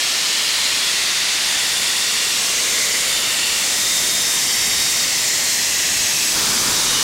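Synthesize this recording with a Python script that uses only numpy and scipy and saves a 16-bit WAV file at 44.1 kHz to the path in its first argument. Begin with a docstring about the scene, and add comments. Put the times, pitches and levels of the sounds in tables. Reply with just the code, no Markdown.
"""Compressed air filling a blast pot

Air streams through a valve and hose into a steel pot, heard from just above its dished top.
The turbulent jet hisses and brightens in steps with the flow; passages resonate and fall silent,
and a rising edge tone whistles in spurts. Slow eddies roar and buffet the microphone over a faint hum.
Near the end air gushes out of the filler opening with a low roar."""
import sys
import numpy as np
from scipy import signal
from scipy.fft import rfft, irfft
from scipy.io import wavfile
from scipy.ndimage import map_coordinates

SR = 44100
rng = np.random.default_rng(int(sys.argv[2]) if len(sys.argv) > 2 else 0)


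def generate_wav(sig):
    """Save sig (samples, or channels by samples) to the path in sys.argv[1] as 16-bit PCM at SR."""
    pcm = np.round(np.clip(np.atleast_2d(sig).T, -1, 1) * 32767).astype(np.int16)
    wavfile.write(sys.argv[1], SR, pcm)


N = 310313
TIME = np.arange(N) / SR
GUSH_S = 6.35  # air breaks out of the filler opening


def jet(pivot_hz=4500, knee_hz=2500, low_hz=520, frame=1024):
    """Turbulent mixing noise: a faster jet sheds smaller eddies, so its hiss grows louder and brighter."""
    # base spectrum of the hiss: f/Hz, level/dB
    hiss_spectrum = [(350, -62), (750, -65.5), (1100, -64), (1580, -63.5), (1900, -57), (2600, -59.5),
                     (3300, -58.5), (4400, -57.5), (5600, -58), (7000, -58.5), (8500, -61.5), (10500, -67),
                     (13000, -74.5), (15500, -78.5)]
    hz, s, eddies = signal.stft(rng.standard_normal(N), SR, nperseg=frame)
    hz = hz[:, None]
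    octaves = np.log2(np.maximum(hz, knee_hz) / pivot_hz)
    tilt_db = with_flow(s, -.5, 1.24) * octaves
    db = spectrum_db(hiss_spectrum, hz) + with_flow(s, -0.73, 1.0) + tilt_db
    db += passages_db(hz, s) + rings_db(hz, s) + hollows_db(hz, s)
    # the many weaker modes of hose and pot come and go at random
    db += 1.3 * ripple(hz, s, width_hz=130, hold_s=0.5)
    # the treble flickers slightly
    db += 0.64 * np.minimum(hz / 9000, 1) * ripple(hz, s, width_hz=2430, hold_s=.04)
    # a small jet radiates little bass
    bass_cut = hz ** 2 / np.hypot(hz ** 2, low_hz ** 2)
    gain = undb(db) * np.sqrt(SR / 2) * bass_cut
    return signal.istft(eddies * gain, SR, nperseg=frame)[1][:N]


def with_flow(at, weak, full, settle_s=0.35):
    """Throttling: the valve passes air in steps, moving a quantity between its weak and full values."""
    # steps of the flow: onset t/s, flow (0 weak, 1 full)
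    flow_steps = [(0, 0), (1.58, 0.38), (2.5, 0.56), (3.7, 0.87), (5.15, 0.75), (5.88, 0.77), (6.25, .98),
                  (6.8, 0.68)]
    starts, flows = np.transpose(flow_steps)
    changes = zip(starts[1:], np.diff(flows))
    flow = flows[0] + sum(change * gate(at, start, np.inf, settle_s) for start, change in changes)
    return weak + (full - weak) * flow


def passages_db(hz, s):
    """Duct resonance: broad modes of valve and hose colour the hiss as the flow favours or starves them."""
    # the valve's own constant treble modes: f/Hz, width/Hz, gain/dB
    valve_modes = [(12500, 1000, 1.8), (13900, 600, 1.3), (15600, 900, 2)]
    # modes of the passages: f/Hz, width/Hz, gain at weak flow/dB, gain at full flow/dB
    passage_modes = [(1350, 450, 1.2, -0.8), (2700, 970, 2.5, -2), (3350, 650, 3, -0.5),
                     (4220, 1100, 4, -2), (5530, 1000, 2, 0.7), (6160, 540, -.8, 2.3), (12500, 800, 0.5, 3),
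                     (14400, 2200, -1.2, 3.5)]
    db = sum(peak_db * bump(hz, centre, width) for centre, width, peak_db in valve_modes)
    for centre, width, weak_db, full_db in passage_modes:
        db = db + with_flow(s, weak_db, full_db) * bump(hz, centre, width)
    return db


def rings_db(hz, s, rise_per_s=0.12, sag_per_s=0.077, turn_s=2.62, flank_share=0.22):
    """Transient resonance: a passage catches, glides and lets go, thinning the hiss on either side."""
    # spells of ringing: start t/s, end t/s, mid-spell f/Hz, gain/dB
    rings = [(.8, 1.55, 4800, 1.5), (1.8, 2.7, 2800, 3), (1.55, 2.1, 3500, 2.5), (1.82, 2.18, 4430, 2),
             (2.6, 3.2, 540, 4.5), (2.7, 3, 2060, 4), (2.48, 2.8, 6500, 2.2), (2.9, 3.6, 2880, 5.5),
             (3.7, 6.4, 5900, 1.5), (4.45, 5.4, 2000, 3.5), (4.4, 5.6, 4450, 4), (4.3, 5.7, 5300, 3),
             (5.1, 6.1, 6870, 2.5), (5.6, 6.3, 2630, 6), (6.89, 7.2, 2930, 9)]
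    db = 0
    for start, end, ring_hz, peak_db in rings:
        middle = (start + end) / 2
        glide = rise_per_s if middle < turn_s else -sag_per_s  # early rings rise, later ones sag
        centre = ring_hz * (1 + glide * (s - middle))
        width = 440 * np.sqrt(ring_hz / 3000)  # higher rings are wider
        flanks = bump(hz, centre - width, width) + bump(hz, centre + width, width)
        shape = bump(hz, centre, width) - flank_share * flanks
        db += peak_db * gate(s, start, end, fade_s=.15) * shape
    return db


def hollows_db(hz, s):
    """Band attenuation: the hiss goes hollow for a moment where a shallow notch opens."""
    # notches: start t/s, end t/s, f/Hz, width/Hz, gain/dB
    hollows = [(1.55, 2.4, 6250, 900, -3), (3.03, 3.548, 6200, 1300, -3), (5, 5.973, 10800, 1900, -4),
               (5.1, 6.2, 1300, 360, -3)]
    return sum(dip_db * gate(s, start, end, fade_s=.15) * bump(hz, centre, width)
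               for start, end, centre, width, dip_db in hollows)


def whistle(waver_hz=9, fade_s=0.085, idle_db=-44, third_db=-9):
    """Edge tone: the jet at the valve locks into oscillation in spurts, with a faint airy band between."""
    # pitch, climbing with the pressure until the gush: t/s, f/Hz
    pitch = [(0, 3260), (.85, 3372), (1.8, 3480), (3.85, 3664), (4.39, 3682), (4.7, 3735), (5.05, 3745),
             (6.3, 3880), (6.85, 3735)]
    # spurts of locked oscillation: start t/s, end t/s, level/dB
    spurts = [(-.1, .12, -33.5), (.78, .93, -31), (1.7, 1.95, -34), (2.16, 2.38, -33.5), (2.6, 2.86, -33),
              (3.07, 3.33, -29.5), (3.33, 3.54, -34), (3.8, 4.41, -28.7), (4.41, 4.65, -34),
              (4.65, 5.06, -29.7), (5.77, 5.92, -35), (6.75, 6.99, -28.5)]
    hz = np.interp(TIME, *np.transpose(pitch)) + waver_hz * walk(16.45)
    locked = sum(undb(db) * gate(TIME, start, end, fade_s) for start, end, db in spurts)
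    core = locked * tone(hz, steady=.66, line_hz=200)
    airy_band = undb(idle_db) * tone(hz, steady=0, line_hz=170)
    octave = tone(2 * hz, steady=0, line_hz=190)
    third = undb(third_db) * tone(3 * hz, steady=0, line_hz=260)
    # the hoarse overtones grow with the flow and break off at the gush
    overtone_gain = undb(with_flow(TIME, -41, -30)) * gate(TIME, -np.inf, GUSH_S, fade_s)
    return core + airy_band + overtone_gain * (octave + third)


def gush(rise_s=0.039, onset_db=-28.5, ease_db_per_s=3, churn_db=1.1, rim_db=-25):
    """Orifice noise: air leaves the filler opening with a churning roar that eases and a hiss at the rim."""
    # spectrum of the deep body: f/Hz, relative level/dB
    body_spectrum = [(50, -10), (120, -2.5), (200, 2), (300, -1), (450, -2.5), (680, -8), (950, -1),
                     (1300, 0), (1800, -3.5), (2400, -28)]
    # spectrum of the hiss at the rim: f/Hz, relative level/dB
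    rim_spectrum = [(2400, -22), (3500, -0.5), (4700, 2), (6000, -1), (7500, -14), (9300, -8), (11000, -13),
                    (13000, -30)]
    body = coloured_noise(body_spectrum)
    rim = coloured_noise(rim_spectrum)
    age = np.maximum(TIME - GUSH_S, 0)
    body_db = onset_db - ease_db_per_s * age + churn_db * walk(9.9)
    opening = gate(TIME, GUSH_S, np.inf, rise_s)
    return opening * (undb(body_db) * body + undb(rim_db) * rim)


def outflow():
    """Large-scale turbulence: slow eddies above the pot make a hollow roar and buffet the microphone."""
    # spectrum of the roar: f/Hz, relative level/dB
    roar_spectrum = [(50, -28), (95, -4), (130, -0.5), (190, 3.5), (300, 1.5), (420, -0.5), (540, -5),
                     (720, -4), (1200, -31.5)]
    # spectrum of the buffeting: f/Hz, relative level/dB
    buffet_spectrum = [(10, -10), (25, 2.5), (55, 1.5), (90, 3.5), (140, 2), (400, -44)]
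    # gusts that reach the microphone: start t/s, end t/s, gain of the buffeting/dB
    gusts = [(4.6, 4.85, 6), (5.898, 6.05, 7), (6.35, 7.2, 8)]
    gust_db = sum(db * gate(TIME, start, end, fade_s=.12) for start, end, db in gusts)
    roar = undb(with_flow(TIME, -44, -38.5)) * coloured_noise(roar_spectrum)
    buffet = undb(with_flow(TIME, -56, -48) + gust_db) * coloured_noise(buffet_spectrum)
    return roar + buffet


def hum(hz=58, level_db=-58):
    """Narrow-band background: a faint, slightly unsteady hum in the workshop."""
    return undb(level_db) * tone(np.full(N, hz), steady=.6, line_hz=10)


def tone(hz, steady, line_hz):
    """Line broadening: a tone of rms 1, its power part steady, part spread over a band line_hz wide."""
    shake = (walk(line_hz / 2) + 1j * walk(line_hz / 2)) / np.sqrt(2)
    envelope = np.sqrt(steady) + np.sqrt(1 - steady) * shake
    carrier = np.exp(2j * np.pi * np.cumsum(hz) / SR)
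    return np.sqrt(2) * np.real(envelope * carrier)


def shaped_noise(gain):
    """Spectral shaping: white noise weighted by gain(f), scaled to rms 1."""
    white = rfft(rng.standard_normal(N))
    noise = irfft(white * gain(np.fft.rfftfreq(N, 1 / SR)), N)
    return noise / noise.std()


def coloured_noise(spectrum):
    """Filtered noise of rms 1 that follows a tabulated spectrum."""
    return shaped_noise(lambda f: undb(spectrum_db(spectrum, f)))


def walk(rate_hz):
    """Low-pass noise: a smooth random fluctuation of spread 1."""
    return shaped_noise(lambda f: 1 / (1 + (f / rate_hz) ** 4))


def ripple(hz, s, width_hz, hold_s):
    """Spectral ripple: random peaks and dips that form and dissolve, of spread near 1."""
    grid = rng.standard_normal((256, 256))
    return map_coordinates(grid, np.broadcast_arrays(hz / width_hz, s / hold_s), order=3, mode="wrap")


def bump(hz, centre_hz, width_hz):
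    """A resonance peak as a Gaussian bell, one at its centre."""
    return np.exp(-(2 * (hz - centre_hz) / width_hz) ** 2)


def spectrum_db(points, hz):
    """A spectral envelope joined by straight lines on a log-frequency axis."""
    f, db = np.transpose(points)
    return np.interp(np.log(np.maximum(hz, 1)), np.log(f), db)


def gate(at, start, end, fade_s):
    """A trapezoidal envelope: one between start and end, with sloping sides."""
    return np.clip(np.minimum(at - start, end - at) / fade_s + .5, 0, 1)


def undb(db):
    """Decibels to amplitude ratio."""
    return 10 ** (np.asarray(db) / 20)


def scene():
    """Superposition: all sources add at one microphone, the same in both channels."""
    air = jet() + whistle() + outflow() + gush() + hum()
    return np.array([air, air])


def record(dry, top_hz=15900):
    """Saturation and band limiting: the overloaded microphone flattens peaks; the recorder cuts the top."""
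    ceiling = with_flow(TIME, 0.37, 0.31)  # share of full scale
    flattened = dry / (1 + (dry / ceiling) ** 8) ** (1 / 8)
    lowpass = signal.firwin(255, top_hz, window="blackman", fs=SR)
    return signal.fftconvolve(flattened, lowpass[None], mode="same", axes=1)


dry = scene()
out = record(dry)
generate_wav(out)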